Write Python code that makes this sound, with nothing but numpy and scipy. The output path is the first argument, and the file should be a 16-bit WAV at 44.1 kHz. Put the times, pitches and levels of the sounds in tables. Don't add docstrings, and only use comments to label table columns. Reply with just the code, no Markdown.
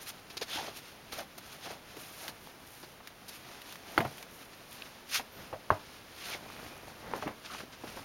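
import sys
import numpy as np
from scipy import signal
from scipy.fft import rfft, irfft, next_fast_len
from scipy.io import wavfile
from scipy.ndimage import map_coordinates

SR = 44100
rng = np.random.default_rng(int(sys.argv[2]) if len(sys.argv) > 2 else 0)


def dump_mix(stems):
    frames = np.atleast_2d(stems).T
    limited = np.clip(frames, -1, 1)
    pcm = np.round(limited * 32767).astype(np.int16)
    wavfile.write(sys.argv[1], SR, pcm)


N = 354872


def amp(db):
    return 10 ** (np.asarray(db) / 20)


def unit(x):
    return x / np.sqrt(np.mean(x ** 2) + 1e-20)


def along(points, hz):
    f, v = np.transpose(points)
    return np.interp(np.log(hz + 1), np.log(f), v)


def filtered(x, response):
    size = next_fast_len(len(x) + 8192)
    return irfft(rfft(x, size) * response(np.fft.rfftfreq(size, 1 / SR)), size)[:len(x)]


def coloured(x, spectrum):
    return unit(filtered(x, lambda hz: amp(along(spectrum, hz))))


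def resonance(hz, centre_hz, q):
    damping = 1j * hz * centre_hz / q
    return damping / (centre_hz ** 2 - hz ** 2 + damping)


def wobble(rate):
    return map_coordinates(rng.standard_normal(int(N * rate / SR) + 4), [np.arange(N) * rate / SR])


def add(track, start, sound):
    part = track[max(round(start * SR), 0):][:len(sound)]
    part += sound[:len(part)]


def swell(peak, rise, fall):
    t = np.arange(N) / SR - peak
    return np.exp(-np.abs(t / np.where(t < 0, rise, fall)) ** 1.5)


def friction(size, centre_hz, width_hz):
    noise = rng.standard_normal(size)
    return unit(filtered(noise, lambda hz: resonance(hz, centre_hz, centre_hz / width_hz) ** 2))


def contact(t, pitch_hz):
    age = t * pitch_hz / .9
    return np.sin(2 * np.pi * pitch_hz * t) * (age * np.exp(1 - age)) ** 3.9


def crunch(spectrum, rate, spread_db, smooth_db, clump_db):
    breaks = (rng.random(N) < rate / SR) * rng.choice([-1, 1], N)
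    sizes = amp(spread_db * np.minimum(rng.exponential(size=N), 4))
    grains = unit(breaks * sizes) + amp(smooth_db) * rng.standard_normal(N)
    return coloured(grains * amp(clump_db * wobble(140)), spectrum)


def snow(rub, spray, load):
    # frequency in Hz, relative level in dB.
    slide_spectrum = [(290, -68), (500, -17), (893, -14.5), (1190, -0.5), (2080, -1.5), (2530, 0.5),
                      (5160, -3.5), (6410, -6), (7880, -11), (9000, -7.5), (11700, -40), (19800, -120)]
    powder_spectrum = [(3000, -22), (6000, 0), (9500, 2), (13500, -1), (16000, -9.5)]
    packing_spectrum = [(30, -16), (80, -2.5), (200, 1.5), (400, 1.5), (680, 3.5), (1200, -1.5),
                        (2200, -6.5), (5000, -57)]
    slide = crunch(slide_spectrum, rate=2500, spread_db=1.5, smooth_db=0.5, clump_db=1.87)
    powder = crunch(powder_spectrum, rate=4000, spread_db=1, smooth_db=-5, clump_db=1.5)
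    crystals = crunch(powder_spectrum, rate=100, spread_db=3.5, smooth_db=-30, clump_db=4.0)
    packing = crunch(packing_spectrum, rate=1100, spread_db=2.0, smooth_db=-1.0, clump_db=3.5)
    return rub * slide + spray * (powder + amp(-8) * crystals) + load * packing


def air():
    # frequency in Hz, relative level in dB.
    spectrum = [(12, -39), (20, -3.5), (150, 3), (780, -1), (1910, -5.5), (3070, -8), (6010, -14),
                (7110, -15.5), (7950, -12), (8650, -16), (9950, -15), (14700, -20), (16000, -16)]
    level_db = -53.5 + 0.39 * wobble(3.6)
    return amp(level_db) * coloured(rng.standard_normal(N), spectrum)


def settling():
    # time in seconds, mean rubbing level in dB.
    trickle = [(0, -59.5), (1.3, -65), (3.2, -64.5), (3.6, -59), (4.9, -59), (6.7, -62), (7.4, -58.5),
               (8.05, -65)]
    times, db = np.transpose(trickle)
    flow = amp(np.interp(np.arange(N) / SR, times, db) + 3 * wobble(19))
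    return snow(rub=flow, spray=amp(-6.5) * flow, load=amp(-4.5) * flow)


def squeak():
    # time in seconds, pitch in Hz, level in dB.
    times, hz, db = np.transpose([(5.305, 13400, -90), (5.32, 13400, -59), (5.38, 13550, -59),
                                  (5.415, 12550, -61), (5.445, 12950, -62), (5.47, 12400, -90)])
    t = np.arange(N) / SR
    pitch = np.interp(t, times, hz) * (1 + 0.0064 * wobble(400))
    envelope = amp(np.interp(t, times, db)) * (t > times[0]) * (t < times[-1])
    return envelope * np.sin(2 * np.pi * np.cumsum(pitch) / SR)


def tread():
    # peak time and rise or fall time in seconds, level in dB,
    # powder and weight in relative dB.
    steps = [(5.416, .1, -57, -6, 4), (5.874, 0.16, -55.5, -11, -9), (6.473, 0.14, -56, -8, 1),
             (6.662, 0.098, -55, -5, 2.5), (6.87, 0.11, -63, -1, 11), (7.103, 0.073, -59.5, -16, 14.5),
             (7.169, 0.02, -52.5, -1, 4.5), (7.226, 0.028, -50.5, -9, -2), (7.287, 0.04, -59.5, -23, 15),
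             (7.456, .013, -46.5, -17, -9), (7.533, 0.055, -47.5, -11, -6.5), (7.602, 0.035, -50, -9, 0),
             (7.738, 0.018, -49.5, -19, -9), (7.883, 0.055, -52, -5.5, 1), (7.987, 0.059, -52, -4.5, 3.5)]
    # frequency in Hz, relative level in dB.
    rumble_spectrum = [(20, -14), (35, -7), (90, 0), (150, -3), (260, 1.5), (600, -53)]
    rub, spray, load = np.zeros((3, N))
    for peak, ramp, db, powder_db, weight_db in steps:
        force = amp(db) * swell(peak, ramp, ramp)
        rub += force
        spray += amp(powder_db) * force
        load += amp(weight_db) * force
    rumble = amp(-7) * load * coloured(rng.standard_normal(N), rumble_spectrum)
    return snow(rub, spray, load) + rumble


def thuds():
    # start in seconds, peak level in dB, pitch in Hz.
    collapses = [(.414, -30.5, 437), (0.678, -37, 443), (1.703, -35.5, 514), (1.969, -39, 402),
                 (3.002, -43, 796), (6.831, -39, 630), (7.177, -38, 689), (7.546, -33.5, 1120),
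                 (7.632, -39, 296), (7.836, -33.5, 415), (7.966, -40.5, 177)]
    out, t = np.zeros(N), np.arange(SR // 10) / SR
    for start, db, pitch_hz in collapses:
        puff = filtered(rng.standard_normal(len(t)), lambda hz: resonance(hz, pitch_hz, q=1.3) ** 2)
        puff *= (1 - np.exp(-t / 0.0017)) * amp(-60 * t / 0.045)
        add(out, start, amp(db) * puff / np.abs(puff).max())
    return out


def ticks():
    # start in seconds, level in dB, pitch in Hz, splinters in relative dB.
    snaps = [(1.384, -45.5, 4000, 3.5), (1.968, -39.5, 1190, -5), (2.2805, -25, 4200, -10),
             (2.472, -38.5, 800, -12), (3.073, -38, 1530, 0), (3.617, -50, 2500, 7.5),
             (3.724, -45, 2400, 5.5), (3.756, -39, 1200, -4), (4.181, -40.5, 1200, -0.5),
             (4.227, -30, 6000, -11), (4.8215, -27, 3600, -27.5), (6.501, -33.5, 1060, -21),
             (6.881, -36, 760, -21), (7.1368, -28, 2130, -28), (7.605, -31.5, 1490, -16)]
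    # frequency in Hz, relative level in dB.
    splinter_spectrum = [(60, -30), (400, -7), (2000, 8), (5000, 2.5), (12000, -2)]
    out, t = np.zeros(N), np.arange(SR // 20) / SR
    envelope = (1 - np.exp(-t / 0.00017)) * amp(-60 * t / 0.039)
    for start, db, pitch_hz, splinter_db in snaps:
        splinters = coloured(rng.standard_normal(len(t)), splinter_spectrum) * envelope
        add(out, start, amp(db) * (contact(t, pitch_hz) + amp(splinter_db) * splinters))
    return out


def scattering(t, ring_hz, t60):
    # frequency in Hz, time to fall 60 dB in seconds.
    yard = [(100, 1), (1000, 1), (3000, 1), (12000, .1)]
    bands, times, spectra = signal.stft(rng.standard_normal(len(t)), SR, nperseg=128)
    decay = amp(-60 * times / along(yard, bands)[:, None])
    diffuse = signal.istft(spectra * decay, SR, nperseg=128)[1][:len(t)]
    tail = filtered(diffuse, lambda hz: resonance(hz, ring_hz, q=7.2) / (1 + (hz / 3200) ** 2))
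    return tail / np.std(tail[:SR // 40]) * amp(-60 * t / t60)


def boards(t, boom_hz):
    # frequency in Hz, relative level in dB, time to fall 60 dB in seconds.
    modes = [(97, 6, 0.12), (122, -5, 0.2), (141, -6.5, 0.25), (190, -1.5, 0.072), (226.3, 1, 0.26),
             (296, -5.5, 0.36), (427, 2.5, 0.13), (506, -24, 0.23), (608, 9, 0.23)]
    boom = np.zeros(len(t))
    for hz, db, t60 in modes:
        octaves_off = abs(np.log2(hz / boom_hz))
        envelope = amp(db - 16.7 * octaves_off - 60 * t / t60)
        boom += envelope * np.sin(2 * np.pi * (hz * t + rng.random()))
    return boom


def knocks():
    # start in seconds, level in dB, contact and ring pitches in Hz,
    # tail in relative dB, its 60 dB fade in seconds, boom centre in Hz, boom and crack in relative dB.
    blows = [(3.978, -9, 1390, 670, -11, 0.13, 143, -10, -11.5),
             (3.9865, -20, 670, 190, -9, 0.24, 170, -6, -17),
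             (4.005, -25, 2170, 700, -3, 0.18, 159, 2, -2.5),
             (4.049, -27.5, 710, 690, 3, 0.081, 140, 5, -6),
             (5.196, -26.5, 830, 573, -8, 0.041, 350, -12, -7.5),
             (5.528, -28, 815, 617, 0.5, 0.11, 110, -5, -18),
             (5.7037, -6.5, 1073, 976, -18.5, 0.29, 386, -14.5, -25.5),
             (5.7112, -28, 364, 643, -1, 0.21, 88.5, 10.5, -22),
             (7.1357, -20, 915, 437, -4, 0.056, 300, -14, -25),
             (7.2247, -24.5, 1100, 725, 6.5, 0.039, 437, -4.5, -15),
             (7.2601, -28, 294, 300, -10, 0.06, 228, -5, -16),
             (7.276, -27.5, 825, 460, -9, 0.14, 260, -8, -6)]
    # delay in seconds, gain in dB.
    echoes = [(0.0102, -14.5), (0.0235, -22), (.032, -33)]
    # frequency in Hz, relative level in dB.
    crack_spectrum = [(60, -35), (250, 8), (700, 8), (2600, 1), (5000, -16.5), (14000, -16.5)]
    rebound_cycles = 1.993
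    out, t = np.zeros(N), np.arange(SR // 2) / SR
    crack_envelope = (1 - np.exp(-t / 0.00035)) * amp(-60 * t / 0.06)
    body_onset = 1 - np.exp(-(t / 0.0051) ** 2)
    for start, db, contact_hz, ring_hz, tail_db, t60, boom_hz, boom_db, crack_db in blows:
        for delay, gain_db in [(0, 0), (rebound_cycles / contact_hz, -4)] + echoes:
            add(out, start + delay, amp(db + gain_db) * contact(t, contact_hz))
        crack = amp(crack_db) * coloured(rng.standard_normal(len(t)), crack_spectrum) * crack_envelope
        boom = amp(boom_db - 11.5) * boards(t, boom_hz)
        tail = amp(tail_db - 4.5) * scattering(t, ring_hz, t60)
        add(out, start, amp(db) * (crack + (boom + tail) * body_onset))
    return out


def rasps():
    # start and end in seconds, centre and bandwidth in Hz, level in dB.
    catches = [(0.376, 0.452, 6700, 220, -59), (0.485, 0.6, 3280, 700, -43.5),
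               (0.567, 0.62, 837, 203.7, -40.5), (1.177, 1.226, 650, 150, -44),
               (3.976, 3.988, 4370, 500, -39), (4.819, 4.827, 2700, 300, -43),
               (5.124, 5.193, 5540, 2160, -37.5), (5.109, 5.177, 2600, 756, -44),
               (6.321, 6.355, 2300, 432, -42.5), (6.36, 6.88, 2420, 216, -62.5),
               (7.49, 7.568, 1270, 509.3, -48)]
    out = np.zeros(N)
    for start, end, centre_hz, width_hz, db in catches:
        size = round((end - start) * SR)
        add(out, start, amp(db) * friction(size, centre_hz, width_hz) * signal.windows.tukey(size, .5))
    return out


def bites():
    # start in seconds, level in dB, hold in seconds, powder and packing in relative dB.
    stabs = [(0.014, -54.5, 0.02, 6.5, -24), (0.3, -52, 0.013, -4, -5), (0.369, -38, 0.0081, -12, -10.5),
             (0.412, -40, 0.02, -7, -9), (1.121, -46, 0.019, 1, -1.5), (1.378, -53.5, 0.0047, 5, 2.5),
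             (2.284, -51.5, 0.015, 0, 2.5), (2.828, -54.5, 0.018, -13, 5.5), (3.281, -50, .016, 4, -13)]
    rub, spray, load = np.zeros((3, N))
    t = np.arange(SR // 4) / SR
    for start, db, hold, powder_db, packing_db in stabs:
        force = amp(db) * (1 - np.exp(-t / .0005)) * np.exp(-np.maximum(t - hold, 0) / .008)
        add(rub, start, force)
        add(spray, start, amp(powder_db) * force)
        add(load, start, amp(packing_db) * force)
    return snow(rub, spray, load) + amp(-1) * rub * friction(N, centre_hz=4380, width_hz=2000)


def pushes_and_steps():
    # peak, rise and fall times in seconds, level in dB, powder and packing in relative dB. The rows
    # at 4.33 and 4.735 s are the dog's steps.
    pushes = [(.092, .028, 0.017, -41.5, 0, -23), (.54, 0.052, .075, -37.5, -10, -10.5),
              (.665, 0.052, 0.044, -46, -11, -2), (.772, 0.021, 0.021, -46, -3, -15),
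              (.87, 0.069, 0.084, -53, -7, -16), (1.19, 0.06, .035, -43.5, -7, -4),
              (1.465, 0.053, 0.039, -52, -7, -7), (1.53, 0.026, 0.043, -50.5, -3.5, -8),
              (1.65, 0.033, 0.028, -44, -10, -2.5), (1.705, 0.026, 0.052, -47, -8, -3),
              (1.9, 0.037, 0.086, -53.5, -9, -2.5), (2.005, 0.035, 0.17, -53, 1, -10.5),
              (2.245, 0.08, 0.051, -49.5, -1, -3.5), (2.42, 0.022, 0.098, -64.5, 4.5, -15),
              (2.76, 0.13, 0.14, -60, 4.5, -21), (3.35, 0.07, 0.045, -53, -1, -18),
              (3.55, 0.15, 0.046, -55, -8, -2), (3.72, 0.1, 0.048, -55.5, -1.5, -17.5),
              (3.98, 0.14, 0.15, -52.5, -5, 2), (4.215, 0.097, 0.021, -59.5, 3, -1),
              (4.33, 0.024, 0.17, -64.5, 7.5, -5), (4.735, 0.056, 0.043, -53, -1, -16),
              (5.158, 0.039, 0.03, -30.5, -6, -22), (6.29, 0.11, 0.069, -42.5, -6.5, -9),
              (6.338, 0.02, 0.025, -45, -18, -6)]
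    # frequency and bandwidth in Hz, relative level in dB.
    blade_modes = [(2520, 210, -18), (3415, 430, -14), (4160, 500, -15), (5300, 680, -18),
                   (6400, 210, -17.5)]
    load_lag_s = 0.016
    rub, spray, load = np.zeros((3, N))
    for peak, rise, fall, db, powder_db, packing_db in pushes:
        force = amp(db) * swell(peak, rise, fall)
        rub += force
        spray += amp(powder_db) * force
        add(load, load_lag_s, amp(packing_db) * force)
    singing = sum(amp(db) * friction(N, hz, width_hz) for hz, width_hz, db in blade_modes)
    groan = amp(-6) * friction(N, centre_hz=730, width_hz=240)
    return snow(amp(-1) * rub, spray, load) + rub * singing + load * groan


def scene():
    blade = pushes_and_steps() + bites() + rasps() + knocks()
    return (blade + ticks() + thuds() + tread() + settling() + squeak() + air())[None]


def record(dry):
    notch_hz, top_hz = 7920, 15900
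    return np.array([filtered(x, lambda hz: (1 - resonance(hz, notch_hz, q=3.22)) * (hz < top_hz))
                     for x in dry])


dry = scene()
out = record(dry)
dump_mix(out)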